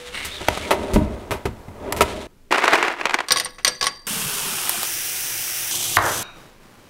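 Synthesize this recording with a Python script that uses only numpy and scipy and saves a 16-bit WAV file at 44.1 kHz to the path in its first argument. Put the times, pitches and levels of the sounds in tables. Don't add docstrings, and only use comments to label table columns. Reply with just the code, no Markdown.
import sys
import numpy as np
from scipy import signal
from scipy.fft import rfft, irfft, next_fast_len
from scipy.io import wavfile
from scipy.ndimage import uniform_filter1d

SR = 44100
rng = np.random.default_rng(int(sys.argv[2]) if len(sys.argv) > 2 else 0)


def dump_mix(stems):
    frames = np.atleast_2d(stems).T
    limited = np.clip(frames, -1, 1)
    pcm = np.round(limited * 32767).astype(np.int16)
    wavfile.write(sys.argv[1], SR, pcm)


N = 303849
TIME = np.arange(N) / SR
TAP_ON_S, FULL_S, TAP_OFF_S = 4.068, 4.72, 6.23

# frequency in Hz, relative level in dB.
RUMBLE = [(25, -5.5), (42, -4), (72, 4.5), (150, -11), (215, -3.5), (270, -14), (570, -100)]
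# start in seconds, level in dB.
SINK_KNOCKS = [(5.9692, -1.5), (5.988, -12)]


def from_db(db):
    return 10 ** (np.asarray(db) / 20)


def rms_one(x):
    return x / np.sqrt(np.mean(x ** 2) + 1e-20)


def at_hz(points, hz):
    f, db = np.transpose(points)
    return np.interp(np.log(hz), np.log(f), db)


def tilted(hz, pivot_hz, db_per_octave):
    return db_per_octave * np.log2(np.asarray(hz) / pivot_hz)


def add(out, s, sound):
    i = int(s * SR)
    out[i:i + len(sound)] += sound[:N - i]


def between(start, end, fade=0.00052):
    return np.clip(np.minimum(TIME - start, end - TIME) / fade, 0, 1)


def swells(rows):
    power = 0
    for s, rise, hold, fall, level_db in rows:
        away = np.maximum(s - TIME, 0) / rise + np.maximum(TIME - s - hold, 0) / fall
        power = power + from_db(level_db - 20 * np.minimum(away, 10)) ** 2
    return np.sqrt(power)


def drift(per_s):
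    knots = rng.standard_normal(N // 100)
    return np.interp(TIME * per_s, np.arange(len(knots)), knots)


def grains(per_s, spread_db):
    sizes = from_db(spread_db * np.minimum(rng.exponential(1, N), 4)) * rng.choice([-1, 1], N)
    return rms_one(sizes * (rng.random(N) < per_s / SR))


def band(x, low_hz, high_hz):
    return signal.sosfilt(signal.butter(2, [low_hz, high_hz], "band", fs=SR, output="sos"), x)


def colour(drive, spectrum):
    size = next_fast_len(N + 8192, True)
    hz = np.maximum(np.fft.rfftfreq(size, 1 / SR), 1)
    octaves_outside = np.abs(np.log2(hz / np.clip(hz, spectrum[0][0], spectrum[-1][0])))
    cepstrum = irfft(np.log(from_db(at_hz(spectrum, hz) - 7 * octaves_outside)), size)
    cepstrum[size // 2:] = 0
    return rms_one(irfft(rfft(drive, size) * np.exp(2 * rfft(cepstrum)), size)[:N])


def noise(spectrum):
    return colour(rng.standard_normal(N), spectrum)


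def ring(drive, hz, t60):
    r, w = from_db(-60 / (t60 * SR)), 2 * np.pi * hz / SR
    return signal.lfilter([0, np.sin(w)], [1, -2 * r * np.cos(w), r * r], drive + 1e-18)


def resonances(drive, rows):
    return sum(from_db(level_db) * rms_one(ring(drive, hz, np.log(1000) / (np.pi * width_hz)))
               for hz, width_hz, level_db in rows)


def sing(drive, hz, width_hz):
    turn = np.exp(2j * np.pi * np.cumsum(hz) / SR)
    pole = np.exp(-np.pi * width_hz / SR)
    return rms_one((signal.lfilter([1], [1, -pole], drive / turn) * turn).real)


def blow(edges_hz, levels_db, t60, bass_hold, snap, build=0):
    t, out = TIME[:SR // 3], 0
    for k, (low, high, level_db) in enumerate(zip(edges_hz, edges_hz[1:], levels_db)):
        life = t60 * (1000 / np.sqrt(low * high)) ** bass_hold
        envelope = from_db(-60 * np.minimum(t / life, 3))
        envelope *= np.minimum((t + 1 / SR) / max(build * life, 1 / SR), 1)
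        drive = rng.standard_normal(len(t)) * envelope / np.linalg.norm(envelope)
        drive[0] += snap * (-1) ** k
        zone = band(drive, low, high)
        out = out + zone / np.linalg.norm(zone) * from_db(level_db)
    return out * np.sqrt(.02 * SR)


def kitchen(x, t60, treble_hz):
    t, edges = TIME[:SR // 2], np.geomspace(60, 18000, 9)
    tail = sum(band(rng.standard_normal(len(t)), low, high)
               * from_db(-60 * t / t60 * (1 + low / treble_hz)) for low, high in zip(edges, edges[1:]))
    tail *= np.clip(t / .008, 0, 1) / np.sqrt(SR * t60 / np.log(1e6))
    return signal.fftconvolve(x, tail)[:N]


def room_tone():
    # frequency in Hz, relative level in dB.
    spectrum = [(25, -2.5), (35, -27), (88, -21), (383, -23.5), (749, -35.5), (15000, -50.5)]
    return from_db(-52) * noise(spectrum)


def freezer():
    # frequency in Hz, relative level in dB.
    fan = [(60, 12), (130, 0), (900, -2.5), (3000, -20.5), (9000, -24.5)]
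    hum = from_db(-41.5) * np.sqrt(2) * np.sin(2 * np.pi * 490 * TIME)
    return hum * between(-1, 0.14, fade=0.017) + from_db(-45) * noise(fan)


def hollow(x):
    # frequency in Hz, gain in dB.
    modes = [(396, 4), (616, 0), (953, 1.5), (1270, -4), (2030, 1.5), (2480, -6)]
    peaks = sum(from_db(mode_db) * signal.lfilter(*signal.iirpeak(hz, Q=17.3, fs=SR), x + 1e-18)
                for hz, mode_db in modes)
    return from_db(-2) * x + peaks


def drawer():
    # peak time, rise, hold and fall in seconds, level in dB.
    pulls = [(0.78, 0.45, 0.16, 0.65, -28), (1.87, 0.18, 0.22, 0.48, -29.5)]
    rubs = [(0.18, 0.55, 0.14, 0.91, -36.5), (0.52, 0.29, 0.092, 0.52, -34),
            (2.08, 0.077, 0.024, 0.47, -37)]
    scrapes = [(0.15, 0.021, 0.01, 0.19, -33)]
    # frequency in Hz, relative level in dB.
    roller_spectrum = [(88, -10), (150, -17.5), (193, 4), (284, 4.5), (618, 2.5), (3000, -24), (6600, -120)]
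    rub_spectrum = [(710, -18.5), (1200, 0.5), (3700, 1), (4800, -7), (9610, -11), (16000, -31.5)]
    # frequency and width in Hz, relative level in dB.
    runners = [(2200, 160, 3), (2840, 360, 0.5), (3720, 370, -6), (8400, 400, -10.5)]
    speed = swells(pulls)
    rumble = from_db(-8) * speed * noise(RUMBLE)
    rollers = speed * rms_one(hollow(colour(grains(2500, 0.93), roller_spectrum)))
    rubbing = colour(grains(2500, 2.3) * from_db(2.4 * drift(60)), rub_spectrum)
    scraping = swells(scrapes) * resonances(grains(900, 0.92), runners)
    pressure = np.hypot(swells(rubs), from_db(-20.5) * speed)
    return rumble + rollers + pressure * rubbing + scraping


def drawer_knocks(shudder_t60=0.41):
    # start in seconds, thud and clack in dB, brightness in dB per octave, t60 in seconds.
    knocks = [(0.249, -40, -38, 5, 0.13), (0.409, -37.5, -44.5, -7, 0.089), (0.4847, -24, -18, -3.5, 0.018),
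              (0.574, -36, -35.5, -2.5, 0.022), (0.708, -38, -19.5, -3.5, 0.11),
              (0.936, -23, -32.5, 2, 0.18), (0.96, -8, -29.5, -9, 0.036), (1.309, -30, -26.5, -2.5, 0.19),
              (1.455, -23.5, -31, -3.5, 0.082), (1.683, -35, -53.5, -4, 0.046),
              (1.924, -42, -27.5, 1, 0.024), (1.965, -35, -32, 0, 0.19), (2.008, -27, -17.5, -3, 0.046),
              (2.017, -29.5, -21, -0.5, 0.056)]
    # frequency in Hz, relative level in dB, t60 in seconds.
    frame = [(81, -6.5, 0.23), (105, -4.5, 0.14), (207, -11.5, 0.3), (303.4, -6.5, 0.21)]
    clacks = np.zeros(N)
    for s, thud_db, clack_db, brightness, t60 in knocks:
        zones_db = clack_db + tilted([520, 1800, 6300], 1800, brightness)
        zones_db[0] = max(zones_db[0], thud_db - 16.5)
        add(clacks, s, blow([80, 270, 1000, 3200, 12500], [thud_db, *zones_db], t60,
                            bass_hold=0.09, snap=0.34, build=0.032))
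    out = hollow(clacks)
    times, thuds_db = np.transpose(knocks)[:2]
    at, thumps = (times * SR).astype(int), np.zeros(N)
    thumps[at] = from_db(thuds_db)
    hardness = 0.5 * (thuds_db + 17.5)
    for hz, mode_db, t60 in frame:
        push = thumps.copy()
        push[at] *= from_db(mode_db + tilted(hz, 160, hardness))
        out += ring(push, hz, t60)
    power_decay = from_db(-120 / (shudder_t60 * SR))
    shudder = np.sqrt(signal.lfilter([1], [1, -power_decay], thumps ** 2 + 1e-18))
    out += from_db(-2.5) * shudder * noise(RUMBLE)
    return out + from_db(-14) * kitchen(out, t60=0.5, treble_hz=6170)


def seal_squeaks():
    # peak time, rise, hold and fall in seconds, level in dB, pitch at the peak in Hz.
    squeaks = [(0.325, 0.11, 0.043, 0.071, -36.5, 3690), (0.623, 0.015, 0.032, 0.05, -36.5, 2270)]
    out = 0
    for *gesture, hz in squeaks:
        pressure = swells([gesture])
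        bend = 0.11 * (pressure / pressure.max() - 1) + 0.014 * drift(14)
        out = out + pressure * sing(grains(1480, 1.76), hz * (1 + bend), width_hz=190)
    return out


def puff(start_s=0.939, hz=48.7):
    return -from_db(-13) * np.sin(2 * np.pi * hz * (TIME - start_s)) * between(start_s, start_s + 1 / hz)


def cube_rings(times, levels_db, low_hz, high_hz, t60):
    out, t = np.zeros(N), TIME[:SR // 10]
    for s, level_db, places in zip(times, levels_db, rng.random((len(times), 6))):
        pitches = low_hz * (high_hz / low_hz) ** places
        tones = (-1) ** np.arange(6) @ np.sin(2 * np.pi * np.outer(pitches, t))
        add(out, s, from_db(level_db - 60 * t / t60) * tones)
    return out


def ice_bin():
    # start in seconds, level in dB.
    hits = [(2.524, -17.5), (2.655, -21.5), (2.679, -18), (2.7329, -16.5), (2.755, -20), (2.827, -19),
            (2.881, -22.5), (3.012, -27.5), (3.055, -19.5), (3.068, -27.5), (3.095, -25), (3.108, -26),
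            (3.135, -29), (3.142, -16), (3.188, -26), (3.204, -24)]
    # peak time, rise, hold and fall in seconds, level in dB.
    scoops = [(2.51, 0.0067, 0.3, 0.24, -19), (2.65, 0.12, 0.04, 0.052, -17.5),
              (3.09, 0.24, 0.14, 0.11, -32)]
    # frequency in Hz, relative level in dB.
    heap_spectrum = [(150, -15), (348, 9.5), (520, 2.5), (660, 8), (2060, 6.5), (3350, -4.5),
                     (16000, -34.5)]
    crack_spectrum = [(1500, -7), (3000, -6), (9000, -7), (16000, -29)]
    out = np.zeros(N)
    for s, level_db in hits:
        crack_db = -33.5 + 1.76 * (level_db + 19.5)
        add(out, s, blow([320, 1000, 2700, 8000], [level_db - 5.5, level_db - 3, crack_db],
                         t60=0.029, bass_hold=0.26, snap=0.32, build=0.05))
    times, levels_db = np.transpose(hits)
    out += cube_rings(times, levels_db + 5.5, low_hz=920, high_hz=2706, t60=0.022)
    slips = from_db(3 * drift(70))
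    crunch = colour(grains(3200, 2.7) * slips, heap_spectrum)
    crunch += from_db(-24) * colour(grains(370, 8.1) * slips, crack_spectrum)
    out += swells(scoops) * crunch * between(2.508, 7)
    return out + from_db(-16) * kitchen(out, t60=0.18, treble_hz=6000)


def tumbler(settle_s=0.051):
    # start in seconds, level in dB, brightness in dB per octave.
    clinks = [(3.2848, -37.5, -2), (3.3068, -31, -8), (3.3199, -25.5, 6), (3.36, -33.5, -4),
              (3.371, -34.5, 0), (3.384, -38.5, 3.5), (3.3987, -30, 0), (3.447, -48.5, 7.5),
              (3.457, -42, -6), (3.584, -57, -15), (3.6476, -25.5, 0.5), (3.668, -30, -3),
              (3.678, -28.5, 0.5), (3.811, -33.5, -4.5), (3.827, -30.5, -1.5), (3.841, -34.5, -2),
              (3.858, -38.5, 1), (3.868, -28.5, 0)]
    # frequency in Hz, relative level in dB, t60 in seconds.
    modes = [(500.6, -11.5, 0.3), (1111, 5, 0.074), (1683, -7, 0.2), (1984, 7.5, 0.022), (3240, 0, 0.032),
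             (3770, 2.5, 0.036), (4250, 5.5, 0.027), (4707, 11, 0.023), (4705, -16.5, 0.59),
             (5200, 0.5, 0.027), (5670, 6, 0.046), (6030, 7, 0.029), (8300, 2, 0.037), (8890, 4.5, 0.065),
             (9870, -1.5, 0.055), (11300, -5.5, 0.029), (13950, -1, 0.019)]
    # frequency in Hz, relative level in dB.
    contact = [(1300, 1.2), (4500, 5), (9500, 3)]
    times, levels_db, brightness = np.transpose(clinks)
    at = (times * SR).astype(int)

    def force_db(hz):
        hz = np.clip(hz, contact[0][0], contact[-1][0])
        return levels_db + at_hz(contact, hz) + tilted(hz, 3330, brightness)

    chance_db = rng.normal(0, 4.9, (len(times), len(modes)))
    signs = rng.choice([-1, 1], chance_db.shape)
    rebounds = (rng.random(N) < 170 / SR) * from_db(-29.5)
    power_decay = np.exp(-1 / (settle_s * SR))
    out = np.zeros(N)
    for k, (hz, mode_db, t60) in enumerate(modes):
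        clicks = np.zeros(N)
        clicks[at] = signs[:, k] * from_db(chance_db[:, k] + force_db(hz))
        unrest = np.sqrt(signal.lfilter([1], [1, -power_decay], clicks ** 2 + 1e-18))
        out += from_db(mode_db) * ring(clicks + unrest * rebounds * rng.standard_normal(N), hz, t60)
    cracks_db = [force_db(200) - 17, force_db(1600) - 1, force_db(2700) - 0.5, force_db(9500) - 16]
    for s, zones_db in zip(times, np.transpose(cracks_db)):
        add(out, s, blow([80, 450, 2900, 6000, 10500], zones_db,
                         t60=0.14, bass_hold=0.61, snap=0.11, build=0.02))
    out += cube_rings(times, force_db(4500) - 2.5, low_hz=2095, high_hz=10460, t60=0.02)
    return out + from_db(-14) * kitchen(out, t60=0.6, treble_hz=3000)


def churned_air(cycles=25):
    return rms_one(sum(rms_one(ring(grains(50, 7.6), hz, cycles / hz))
                       for hz in np.geomspace(150, 260, 10)))


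def wall_tones(depth):
    # pitch when empty, pitch when full and width in Hz, relative level in dB.
    modes = [(466, 345, 18, -3.5), (1150, 760, 32, -4), (1650, 1210, 98, -6), (2770, 2430, 72, -1.5),
             (5700, 4720, 110, -20)]
    return sum(from_db(mode_db) * sing(grains(1500, 3.2), empty + (full - empty) * depth, width_hz)
               for empty, full, width_hz, mode_db in modes)


def plinks(count=800, low_hz=860, high_hz=7100, cycles=18):
    out, t = np.zeros(N), TIME[:SR // 20]
    running_s = TAP_OFF_S - TAP_ON_S
    for when, place, size in rng.random((count, 3)):
        hz = low_hz * (high_hz / low_hz) ** place
        age = np.minimum(t * hz / cycles, 2)
        level_db = -6 * np.log(max(size, .03)) - 60 * age
        chirp = np.sin(2 * np.pi * hz * t * (1 + 0.08 * age))
        add(out, TAP_ON_S + when * running_s, from_db(level_db) * chirp)
    return rms_one(out) * np.sqrt(running_s / TIME[-1])


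def tap(blend_s=0.003):
    # start in seconds, then spray, splash, wall and basin levels in dB.
    stages = [(4.068, -25.5, -43.5, -41, -48), (4.861, -25, -45.5, -51, -49.5),
              (5.709, -24.5, -46, -45.5, -43), (5.975, -28, -39.5, -48, -33.5)]
    # frequency in Hz, relative level in dB.
    fizz_filling = [(820, -5), (1400, 0.5), (2000, -3.5), (3000, 4), (4080, -3.5), (5500, 1), (7200, -1.5),
                    (9000, 3), (16000, -5.5)]
    fizz_full = [(820, -44.5), (1400, -4.5), (2740, 1), (4380, -6.5), (5890, 4.5), (7010, -3), (9700, 1),
                 (11500, -2), (16000, 0)]
    fizz_spilling = [(820, -30.5), (2000, -11), (3250, 2), (4100, -4), (7600, 0), (13500, -4.5),
                     (16000, -12)]
    splash_spectrum = [(180, -40), (300, -1.5), (750, 0), (1600, 1), (3000, -20), (6600, -120)]
    drum_spectrum = [(60, -21.5), (115, 1.5), (180, -10.5), (700, -14)]
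    # frequency and width in Hz, level in dB against the spray.
    spatter_modes = [(6070, 330, -9)]
    starts, *levels_db = np.transpose(stages)
    stage = np.maximum(np.searchsorted(starts, TIME) - 1, 0)
    shares = np.abs([uniform_filter1d((stage == k) * 1., int(blend_s * SR)) for k in range(len(stages))])
    spray_db, splash_db, wall_db, basin_db = np.array(levels_db) @ shares
    filling, full, spilling = shares[0], shares[1], shares[2] + shares[3]
    depth = np.clip((TIME - TAP_ON_S) / (FULL_S - TAP_ON_S), 0, 1)
    fizzes = [(filling, fizz_filling), (full, fizz_full), (spilling, fizz_spilling)]
    fizz = sum(np.sqrt(share) * colour(grains(14000, 3), spectrum) for share, spectrum in fizzes)
    spatter = spilling * resonances(grains(2700, 2.5), spatter_modes)
    flutter_db = 1.6 * spilling * drift(160)
    spray = from_db(spray_db + flutter_db) * (fizz + spatter)
    slosh = swells([(SINK_KNOCKS[0][0], .002, 0, 0.19, -11.5)])
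    splash = np.hypot(from_db(splash_db), slosh) * colour(grains(2200, 0.97), splash_spectrum)
    churn = filling * from_db(-36 - 19.5 * depth ** 2) * churned_air()
    wall = from_db(wall_db) * wall_tones(depth)
    drumming = from_db(basin_db) * colour(grains(900, 2), drum_spectrum)
    bursts = cracks_and_spit()
    bubbling = from_db(wall_db) * plinks() + glugs()
    return (spray + splash + churn + wall + drumming + bursts + bubbling) * between(TAP_ON_S, TAP_OFF_S)


def cracks_and_spit(width_ratio=1.28):
    # start in seconds, levels of the lower bands and top band in dB, top band's centre in Hz.
    bursts = [(4.694, -30, -21, 11100), (4.831, -31, -26, 14300), (5.712, -43, -31, 5440)]
    out = np.zeros(N)
    for s, low_db, top_db, top_hz in bursts:
        edges_hz = [700, 1900, top_hz / width_ratio, top_hz * width_ratio]
        add(out, s, blow(edges_hz, [low_db, low_db, top_db], t60=0.015, bass_hold=0, snap=0.21))
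    return out


def glugs(rise_s=0.0071):
    # start in seconds, pitch in Hz, level in dB.
    bursts = [(4.737, 704, -32), (4.774, 212, -36)]
    out, t = np.zeros(N), TIME[:SR // 5]
    envelope = t / rise_s * np.exp(1 - t / rise_s)
    for s, hz, level_db in bursts:
        add(out, s, from_db(level_db) * envelope * np.sin(2 * np.pi * hz * t))
    return out


def sink(basin_t60=0.67):
    # bass, low middle, high middle and treble in dB.
    zones_db = [-11, -9, 5, -16]
    # peak time, rise, hold and fall in seconds, level in dB.
    trickles = [(6.38, 0.12, 0.033, 0.3, -44.5), (6.64, 0.18, 0.45, 0.3, -49.5)]
    # frequency in Hz, relative level in dB.
    drain_spectrum = [(53, -48), (100, -4), (1470, -16), (16000, -35)]
    # frequency and width in Hz, relative level in dB.
    basin_modes = [(1430, 360, -57), (2400, 330, -61), (3770, 44, -61.5), (5780, 32, -74)]
    knock = np.zeros(N)
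    for s, level_db in SINK_KNOCKS:
        add(knock, s, blow([45, 110, 600, 1900, 12500], level_db + np.array(zones_db),
                           t60=0.021, bass_hold=0.2, snap=0.15))
    drain = swells(trickles) * colour(grains(4000, 0.85), drain_spectrum)
    dying = from_db(18 - 60 * np.maximum(TIME - TAP_OFF_S, 0) / basin_t60)
    basin = dying * resonances(rng.standard_normal(N), basin_modes)
    room = from_db(-6) * kitchen(knock, t60=0.2, treble_hz=5960)
    return knock + room + (drain + basin) * between(TAP_OFF_S, 7)


def scene():
    mono = drawer_knocks() + puff()
    mono += (drawer() + seal_squeaks() + freezer()) * between(0, 2.271)
    mono += ice_bin() + tumbler() + tap() + sink() + room_tone()
    return np.stack([mono, mono])


def record(dry, limit_db=-5, release_db_per_s=186, cutoff_hz=15700):
    level_db = 10 * np.log10(np.abs(uniform_filter1d(dry[0] ** 2, size=96)) + 1e-12)
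    recovery = release_db_per_s * TIME
    duck_db = np.maximum.accumulate(np.maximum(level_db - limit_db, 0) + recovery) - recovery
    limited = dry * from_db(-uniform_filter1d(duck_db, size=48))
    flattened = limited / (1 + (limited / .8) ** 6) ** (1 / 6)
    return signal.sosfilt(signal.ellip(10, .2, 80, cutoff_hz, fs=SR, output="sos"), flattened)


dry = scene()
out = record(dry)
dump_mix(out)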